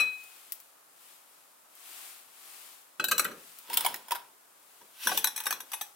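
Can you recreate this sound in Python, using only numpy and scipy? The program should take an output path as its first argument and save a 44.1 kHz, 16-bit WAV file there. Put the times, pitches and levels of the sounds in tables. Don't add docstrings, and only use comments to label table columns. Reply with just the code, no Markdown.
import sys
import numpy as np
from scipy import signal
from scipy.fft import rfft, irfft
from scipy.io import wavfile
from scipy.ndimage import uniform_filter1d

SR = 44100
rng = np.random.default_rng(int(sys.argv[2]) if len(sys.argv) > 2 else 0)


def transcribe(signal):
    frames = np.atleast_2d(signal).T
    limited = np.clip(frames, -1, 1)
    pcm = np.round(limited * 32767).astype(np.int16)
    wavfile.write(sys.argv[1], SR, pcm)


N = 262483
TIME = np.arange(N) / SR
RING_TIME = TIME[:SR * 2 // 5]
CUT_HZ = 16100


def amp(db):
    return 10 ** (np.asarray(db) / 20)


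def unit(x):
    return x / np.sqrt(np.mean(x ** 2) + 1e-20)


def read(points, hz):
    f, value = np.transpose(points)
    return np.interp(np.log(hz + 1), np.log(f + 1), value)


def colour(x, points):
    hz = np.fft.rfftfreq(x.shape[-1], 1 / SR)
    return irfft(rfft(x) * amp(read(points, hz)), x.shape[-1])


def band(x, lo, hi, order=3):
    return signal.sosfilt(signal.butter(order, [lo, hi], "band", fs=SR, output="sos"), x)


def noise(count, likeness):
    a, b = rng.standard_normal((2, count))
    return np.array([a, likeness * a + np.sqrt(1 - likeness ** 2) * b])


def pan(db):
    return amp([[db / 2], [-db / 2]])


def add(mix, s, sound):
    part = mix[:, max(round(s * SR), 0):][:, :sound.shape[1]]
    part += sound[:, :part.shape[1]]


def stroke(start, end, db, rise, fall):
    gain = 0
    for a, b, level in zip(start, end, db):
        before, after = np.maximum(a - TIME, 0), np.maximum(TIME - b, 0)
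        gain = gain + amp(level - rise * before - fall * after)
    return gain


# frequency in Hz, relative level in dB.
AIR_COLOUR = [(18, -56), (30, -50), (71, -23), (208, -16), (292, -10), (341, -12), (606, -6.5), (970, -5),
              (1330, -5.5), (2130, -14), (2620, -16), (4660, -15.5), (11000, -10.5), (15500, -14.5)]


def air(level_db=-62.5, treble_db=1.0):
    hush = unit(colour(noise(N, 0.083), AIR_COLOUR))
    return amp(level_db) * colour(hush, [(1200, 3.44), (3000, treble_db)])


# time of top speed in seconds, half-length to 1/e in seconds, relative speed in dB.
ARM_MOVES = [(0.317, 0.33, -9.5), (1.09, 0.13, -11), (1.348, 0.16, -18), (2, 0.21, -1.5),
             (2.568, 0.24, -4.5), (3.5, 0.24, -8.5), (4.02, 0.27, -15.5), (4.807, 0.24, -16),
             (5.78, 0.14, -9.5)]
ARM_REST_DB = -20
ARM_FLATNESS = 2.25
# frequency in Hz, relative level in dB.
SLEEVE_COLOUR = [(59, -61), (100, -42), (300, -12.5), (403, -10.5), (519, -18), (774, -4), (917, -8),
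                 (1130, -3), (1550, -6.5), (2580, -3), (6390, -7.5), (9540, 3.5), (15500, 7)]


def sleeve(swish_db=-48.5, fizz_db=-49.0, fizz_growth=0.97, grain_db=0.6, split_hz=7000, side_db=6.0):
    moves = [amp(db) * np.exp(-abs((TIME - s) / half) ** ARM_FLATNESS) for s, half, db in ARM_MOVES]
    speed = np.sqrt(amp(ARM_REST_DB) ** 2 + np.sum(np.square(moves), axis=0))
    grain = unit(uniform_filter1d(rng.standard_normal(N), size=120))
    rub = colour(noise(N, 0.18), SLEEVE_COLOUR) * amp(grain_db * grain)
    broad = unit(band(rub, 65, split_hz, order=4)) * amp(swish_db) * speed
    fine = unit(band(rub, split_hz, 15200, order=4)) * amp(fizz_db) * speed ** fizz_growth
    return broad * pan(side_db / 2) + fine * pan(side_db)


# start in seconds, end in seconds, level in dB before the common offset.
WOBBLES = [(0, 0.012, -53), (3.007, 3.042, -50.5), (3.12, 3.2, -54), (3.255, 3.32, -51),
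           (3.693, 3.943, -58), (4.812, 4.825, -67.5), (5.064, 5.162, -49.5), (5.47, 5.64, -69)]
WOBBLE_RISE, WOBBLE_FALL = 1200, 166
# frequency in Hz, relative level in dB.
COUNTER_COLOUR = [(30, -15), (90, -19), (150, -5), (230, 0), (330, 0.5), (480, 3.5), (620, 1.5), (900, -64),
                  (2000, -74)]


def wobble(offset_db=2.5):
    rocking = stroke(*np.transpose(WOBBLES), WOBBLE_RISE, WOBBLE_FALL)
    return unit(colour(noise(N, 0.93), COUNTER_COLOUR)) * rocking * amp(offset_db)


# start in seconds, level in dB before the common offset.
TICKS = [(0.238, -41), (0.5216, -23.5), (0.602, -41), (1.753, -47), (3.5868, -36)]
# frequency in Hz, relative level in dB.
TICK_COLOUR = [(300, -93), (2000, -2), (7000, -1), (11000, 7.5), (16000, 9)]


def ticks(offset_db=-4.0, snap_s=.0006, tail_db=-0.5, tail_s=0.0075):
    out, t = np.zeros((2, N)), TIME[:SR // 10]
    shape = np.exp(-t / snap_s) + amp(tail_db) * np.exp(-t / tail_s)
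    for s, db in TICKS:
        snap = unit(colour(noise(len(t), 0.36), TICK_COLOUR))
        add(out, s, amp(db + offset_db) * shape * snap)
    return out * pan(5.9)


# frequency in Hz, relative level in dB, 60 dB decay time in seconds.
FREE_SAUCER_MODES = [(2520, 0, .46), (4005, -14, .36), (5523, -26, .2), (5615, -28, .24), (7848, -26, .25),
                     (10004, -20, .11)]


def free_saucer(level_db=-19.5, split_hz=15.8, twin_db=-17.0, upper_twin_db=-4.5):
    t, out = TIME[:SR], np.zeros((2, N))
    onset = 1 - np.exp(-t / 0.00018)
    for k, (hz, db, t60) in enumerate(FREE_SAUCER_MODES):
        phase = rng.uniform(0, 2 * np.pi) + 0.37 * rng.standard_normal((2, 1))
        main = np.sin(2 * np.pi * hz * t + phase)
        twin = np.sin(2 * np.pi * (hz * t + split_hz * (t - .022)) + phase)
        pair = main + amp(upper_twin_db if k else twin_db) * twin
        add(out, 0, amp(level_db + db - 60 * t / t60) * pair * onset)
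    return out * pan(6.4)


def ringing(modes, spot_db=3.0, split=0.00726, port_spread=0.59, held=0.51, free_db=7.0, grip_hz=45):
    hz, db, t60 = np.transpose(modes)[:, :, None]
    t = RING_TIME[:SR // 4].astype(np.float32)
    out = np.zeros((2, len(RING_TIME)))
    choked = (t60 * held, 0, 2 * split * hz + grip_hz)
    free = (t60, free_db, split * hz / 2 + grip_hz / 4)
    for life, level_db, scatter_hz in (choked, free):
        weight, shift, phase, port = rng.standard_normal((4, len(modes), 1))
        size = amp(db + level_db + spot_db * weight) / np.sqrt(life)
        turn = (2 * np.pi * (hz + scatter_hz * shift)).astype(np.float32) * t
        decay = np.exp(-np.minimum((np.log(1000) / life).astype(np.float32) * t, 20))
        start = np.pi * phase + np.hstack([port, -port]) * port_spread * np.sqrt(hz / (hz + 4000))
        out[:, :len(t)] += (size * np.cos(start)).T @ (decay * np.sin(turn))
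        out[:, :len(t)] += (size * np.sin(start)).T @ (decay * np.cos(turn))
    return out / np.linalg.norm(out)


# frequency in Hz, relative level in dB.
CLACK_COLOUR = [(500, -28), (900, 1.5), (1500, 5.5), (2000, 1), (3200, 8), (4200, 2), (7000, -2.5),
                (15000, 1.5)]
BAND_EDGES = [650, 2200, 8000, 16000]
SLIDE_RISE, SLIDE_FALL = 242, 149


def slide(rows, modes, grains_per_s=18000, grain_db=3.0, rough_db=5.0):
    start, end, grind_db, hiss_db = np.transpose(rows)
    caught = rng.random(N) < grains_per_s / SR
    slips = caught * noise(N, 0.62) * amp(grain_db * np.minimum(rng.exponential(1, N), 4))
    rung = unit(signal.oaconvolve(slips[:1], ringing(modes), axes=1)[:, :N])
    rub = rung + amp(rough_db) * unit(colour(slips, CLACK_COLOUR))
    grind = unit(band(rub, *BAND_EDGES[:2])) * stroke(start, end, grind_db, SLIDE_RISE, SLIDE_FALL)
    hiss = unit(band(rub, BAND_EDGES[1], CUT_HZ)) * stroke(start, end, hiss_db, SLIDE_RISE, SLIDE_FALL)
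    return grind + pan(1.4) * hiss


def contact(chatter, touch=1.0, count=12):
    delay = 3 * (np.arange(count) + rng.random(count)) / count
    bounce = rng.choice([-1, 1], count) * 2 * delay * np.exp(1 - 2 * delay)
    force = np.zeros(round(3 * chatter * SR) + 2)
    force[0] = touch
    np.add.at(force, (delay * chatter * SR).astype(int), bounce)
    return force[None]


FOCUS = 0.33


def blows(rows, modes, clack_db, clack_t60, ring_on_db, knock_db, ring_db, sparkle_db, thud_db, thud_low_hz,
          side_db, thud_t60=0.17):
    out, attack = np.zeros((2, N)), round(.012 * SR)
    for s, ring, hardness, chatter in rows:
        knock = ring - FOCUS * abs(hardness) - hardness / 2
        sparkle = ring - FOCUS * abs(hardness) + hardness / 2
        clack = colour(noise(len(RING_TIME), 0.39), CLACK_COLOUR) * amp(-60 * RING_TIME / clack_t60)
        body = ringing(modes, free_db=ring_on_db) + amp(clack_db) * clack / np.linalg.norm(clack)
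        body = signal.fftconvolve(body, contact(chatter), axes=1)
        top_hz = np.clip(CUT_HZ * amp(.7 * (sparkle - ring)), 4000, CUT_HZ)
        body = band(body, 300, top_hz, order=2)
        levels = (knock + knock_db, ring + ring_db, sparkle + sparkle_db)
        for lo, hi, db in zip(BAND_EDGES, BAND_EDGES[1:], levels):
            part = band(body, lo, hi)
            side = pan(side_db * min(hi / 7000, 1))
            add(out, s, amp(db) * side * part / part[:, :attack].std())
        bump = unit(band(colour(noise(len(RING_TIME), 1.0), COUNTER_COLOUR), thud_low_hz, 870, order=1))
        onset = 1 - np.exp(-RING_TIME / 0.00029)
        add(out, s, amp(knock + thud_db - 60 * RING_TIME / thud_t60) * bump * onset)
    return out


# start in seconds, strength in dB before the band levels,
# hardness as sparkle over knock in dB, chatter time in seconds.
SAUCER_BLOWS = [(0.001, -36.5, -6, 0.0072), (0.014, -58, -45, 0.0052), (2.997, -30, -17.5, .0045),
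                (3.041, -28, 5.5, 0.002), (3.084, -33, 2, 0.0018), (3.112, -29.5, 2, 0.0022),
                (3.117, -24.5, -4, 0.002), (3.18, -27.5, 11.5, 0.0015), (3.1945, -24.5, 0, .0013),
                (3.244, -41, 48, .003), (3.25, -36, -38, .0025), (3.313, -51.5, -6, 0.0041)]
# start in seconds, end in seconds, grinding in dB, hiss in dB.
SAUCER_SLIDES = [(0, 0.02, -44.5, -47), (3.19, 3.27, -45.5, -69)]
# central frequency in Hz, relative level in dB, free 60 dB decay time in seconds.
STACK_MODES = [(840, -11, 0.09), (1130, -7, 0.06), (1276, 0, 0.07), (1437, -2, 0.09), (1577, 0, 0.09),
               (1965, -12, 0.07), (2568, -4, 0.12), (2875, -5, 0.09), (3741, -8, 0.09), (4037, -2, 0.26),
               (4247, -9, 0.06), (4500, -8, 0.06), (5857, -5, 0.08), (6062, -11, 0.06), (6498, -11, 0.09),
               (7359, -9, 0.06), (7757, -2, 0.06), (8247, -9, 0.09), (9765, -6, 0.07), (9964, -8, 0.1),
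               (11176, -15, 0.08), (11789, -11, 0.1), (12112, -3, 0.06), (12489, -2, 0.05),
               (13211, -5, 0.06), (13480, -12, 0.06), (14696, -1, 0.06)]


def saucer_on_stack():
    rattle = blows(SAUCER_BLOWS, STACK_MODES, clack_db=-8.5, clack_t60=0.061, ring_on_db=-9.5,
                   knock_db=-0.7, ring_db=-1.4, sparkle_db=-0.3, thud_db=-18.0, thud_low_hz=95.6, side_db=3.0)
    return rattle + slide(SAUCER_SLIDES, STACK_MODES)


# start in seconds, strength in dB before the band levels,
# hardness as sparkle over knock in dB, chatter time in seconds.
NEST_BLOWS = [(3.699, -40.5, 1, 0.0018), (3.731, -35.5, 12, 0.0014), (3.739, -33, 35, .003),
              (3.771, -22, 20, .0025), (3.807, -31.5, 10, 0.00094), (3.847, -29, 4, 0.0035),
              (3.862, -25.5, 4.5, 0.0011), (3.942, -36.5, 6, 0.0008), (3.959, -45.5, 23, .002),
              (3.993, -70, 16, 0.0013), (4.083, -47, 5, 0.0021), (4.108, -35, 3.5, .001),
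              (4.118, -29.5, -2, 0.0023), (4.15, -39, 3.5, 0.0073)]
# start in seconds, end in seconds, grinding in dB, hiss in dB.
NEST_SLIDES = [(3.73, 3.88, -44.5, -42.5), (4.135, 4.16, -50, -56)]
# central frequency in Hz, relative level in dB, free 60 dB decay time in seconds.
NEST_MODES = [(790, -6, 0.07), (883, 0, 0.09), (990, -4, 0.08), (1421, -12, 0.07), (1572, -17, 0.07),
              (1857, -20, 0.07), (2191, -13, 0.07), (2815, -12, 0.09), (3332, -9, 0.09), (3688, -10, 0.09),
              (4005, -11, 0.06), (4280, -13, 0.09), (4700, -11, 0.08), (5157, -7, 0.06), (5330, -9, 0.07),
              (6659, -15, 0.06), (8393, -11, 0.06), (8651, -14, 0.06), (9464, -10, 0.06),
              (10632, -10, 0.06), (10950, -8, 0.06), (11838, -8, 0.05), (12301, -9, 0.06),
              (12656, -7, 0.09), (13388, -13, 0.06), (14804, -9, 0.05), (15569, 0, 0.06)]


def cup_in_nest():
    clatter = blows(NEST_BLOWS, NEST_MODES, clack_db=-1.0, clack_t60=0.029, ring_on_db=-6.0,
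                    knock_db=2.0, ring_db=-4.5, sparkle_db=-2.4, thud_db=-21.0, thud_low_hz=233, side_db=1.0)
    return clatter + slide(NEST_SLIDES, NEST_MODES)


# start in seconds, strength in dB before the band levels,
# hardness as sparkle over knock in dB, chatter time in seconds.
CUP_BLOWS = [(4.812, -62, -17, 0.0037), (5.071, -27, 0, 0.0016), (5.092, -37.5, -4, 0.004),
             (5.115, -36, -18, .006), (5.174, -27.5, 13, 0.0012), (5.243, -25, 9.5, .0015),
             (5.271, -31.5, 8.5, .002), (5.361, -38, 18, 0.0031), (5.377, -38, 9.5, 0.0023),
             (5.402, -39, 7.5, .0015), (5.436, -47, 22, 0.0025), (5.456, -38.5, 7, 0.0027),
             (5.466, -31.5, 1.5, .003), (5.507, -32.5, 4, .0015), (5.525, -34, 4, .0015),
             (5.603, -43, 7.5, 0.0027), (5.717, -43, 9, .002), (5.733, -35.5, 5.5, 0.0047),
             (5.811, -36, 6.5, 0.0037)]
# start in seconds, end in seconds, grinding in dB, hiss in dB.
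CUP_SLIDES = [(5.04, 5.17, -48, -38), (5.39, 5.54, -52, -55)]
# central frequency in Hz, relative level in dB, free 60 dB decay time in seconds.
CUP_MODES = [(861, -3, 0.09), (990, -6, 0.06), (1136, -11, 0.07), (1518, -8, 0.09), (1739, -9, 0.09),
             (1911, -15, 0.09), (2509, -8, 0.13), (3408, -6, 0.06), (3763, -5, 0.09), (4021, -11, 0.17),
             (4334, -16, 0.09), (5561, -5, 0.1), (5852, -2, 0.1), (6105, -6, 0.1), (6325, -6, 0.09),
             (8000, -10, 0.09), (8253, -6, 0.1), (10234, -4, 0.1), (10541, -4, 0.11), (10799, -7, 0.09),
             (11574, -13, 0.08), (11827, -6, 0.07), (12457, -5, 0.08), (13227, 0, 0.08), (14632, -19, 0.11),
             (15719, -8, 0.08)]


def cup_on_saucer():
    rocking = blows(CUP_BLOWS, CUP_MODES, clack_db=-4.0, clack_t60=0.022, ring_on_db=-3.0,
                    knock_db=2.44, ring_db=-0.66, sparkle_db=0.4, thud_db=-19.0, thud_low_hz=170, side_db=3.5)
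    return rocking + slide(CUP_SLIDES, CUP_MODES)


# frequency in Hz, 60 dB decay time in seconds.
ROOM_DECAY = [(150, 0.99), (1000, 0.3), (4000, .28), (15000, 0.23)]


def room(x, early_db=-13.5, tail_db=-10.5, count=8):
    early = np.zeros((2, SR // 2))
    at = (rng.uniform(0.0022, 0.014, (2, count)) * SR).astype(int)
    np.put_along_axis(early, at, rng.choice([-1., 1.], at.shape) / np.sqrt(count), 1)
    hz, t, z = signal.stft(noise(SR // 2, 0.49), SR, nperseg=256)
    decay = amp(-60 * t / read(ROOM_DECAY, hz)[:, None]) * (1 - np.exp(-t / 0.0019))
    tail = signal.istft(z * decay, SR, nperseg=256)[1][:, :SR // 2]
    echo = amp(early_db) * early + amp(tail_db) * tail / np.linalg.norm(tail[0])
    return x + signal.oaconvolve(x, echo, axes=1)[:, :N]


def scene():
    china = saucer_on_stack() + cup_in_nest() + cup_on_saucer()
    return air() + sleeve() + wobble() + free_saucer() + room(china + ticks())


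def record(dry):
    trimmed = signal.sosfilt(signal.butter(1, 45, "high", fs=SR, output="sos"), dry)
    low_pass = signal.firwin(511, CUT_HZ, window=("kaiser", 8), fs=SR)
    return signal.oaconvolve(trimmed, low_pass[None], "same")


dry = scene()
out = record(dry)
transcribe(out)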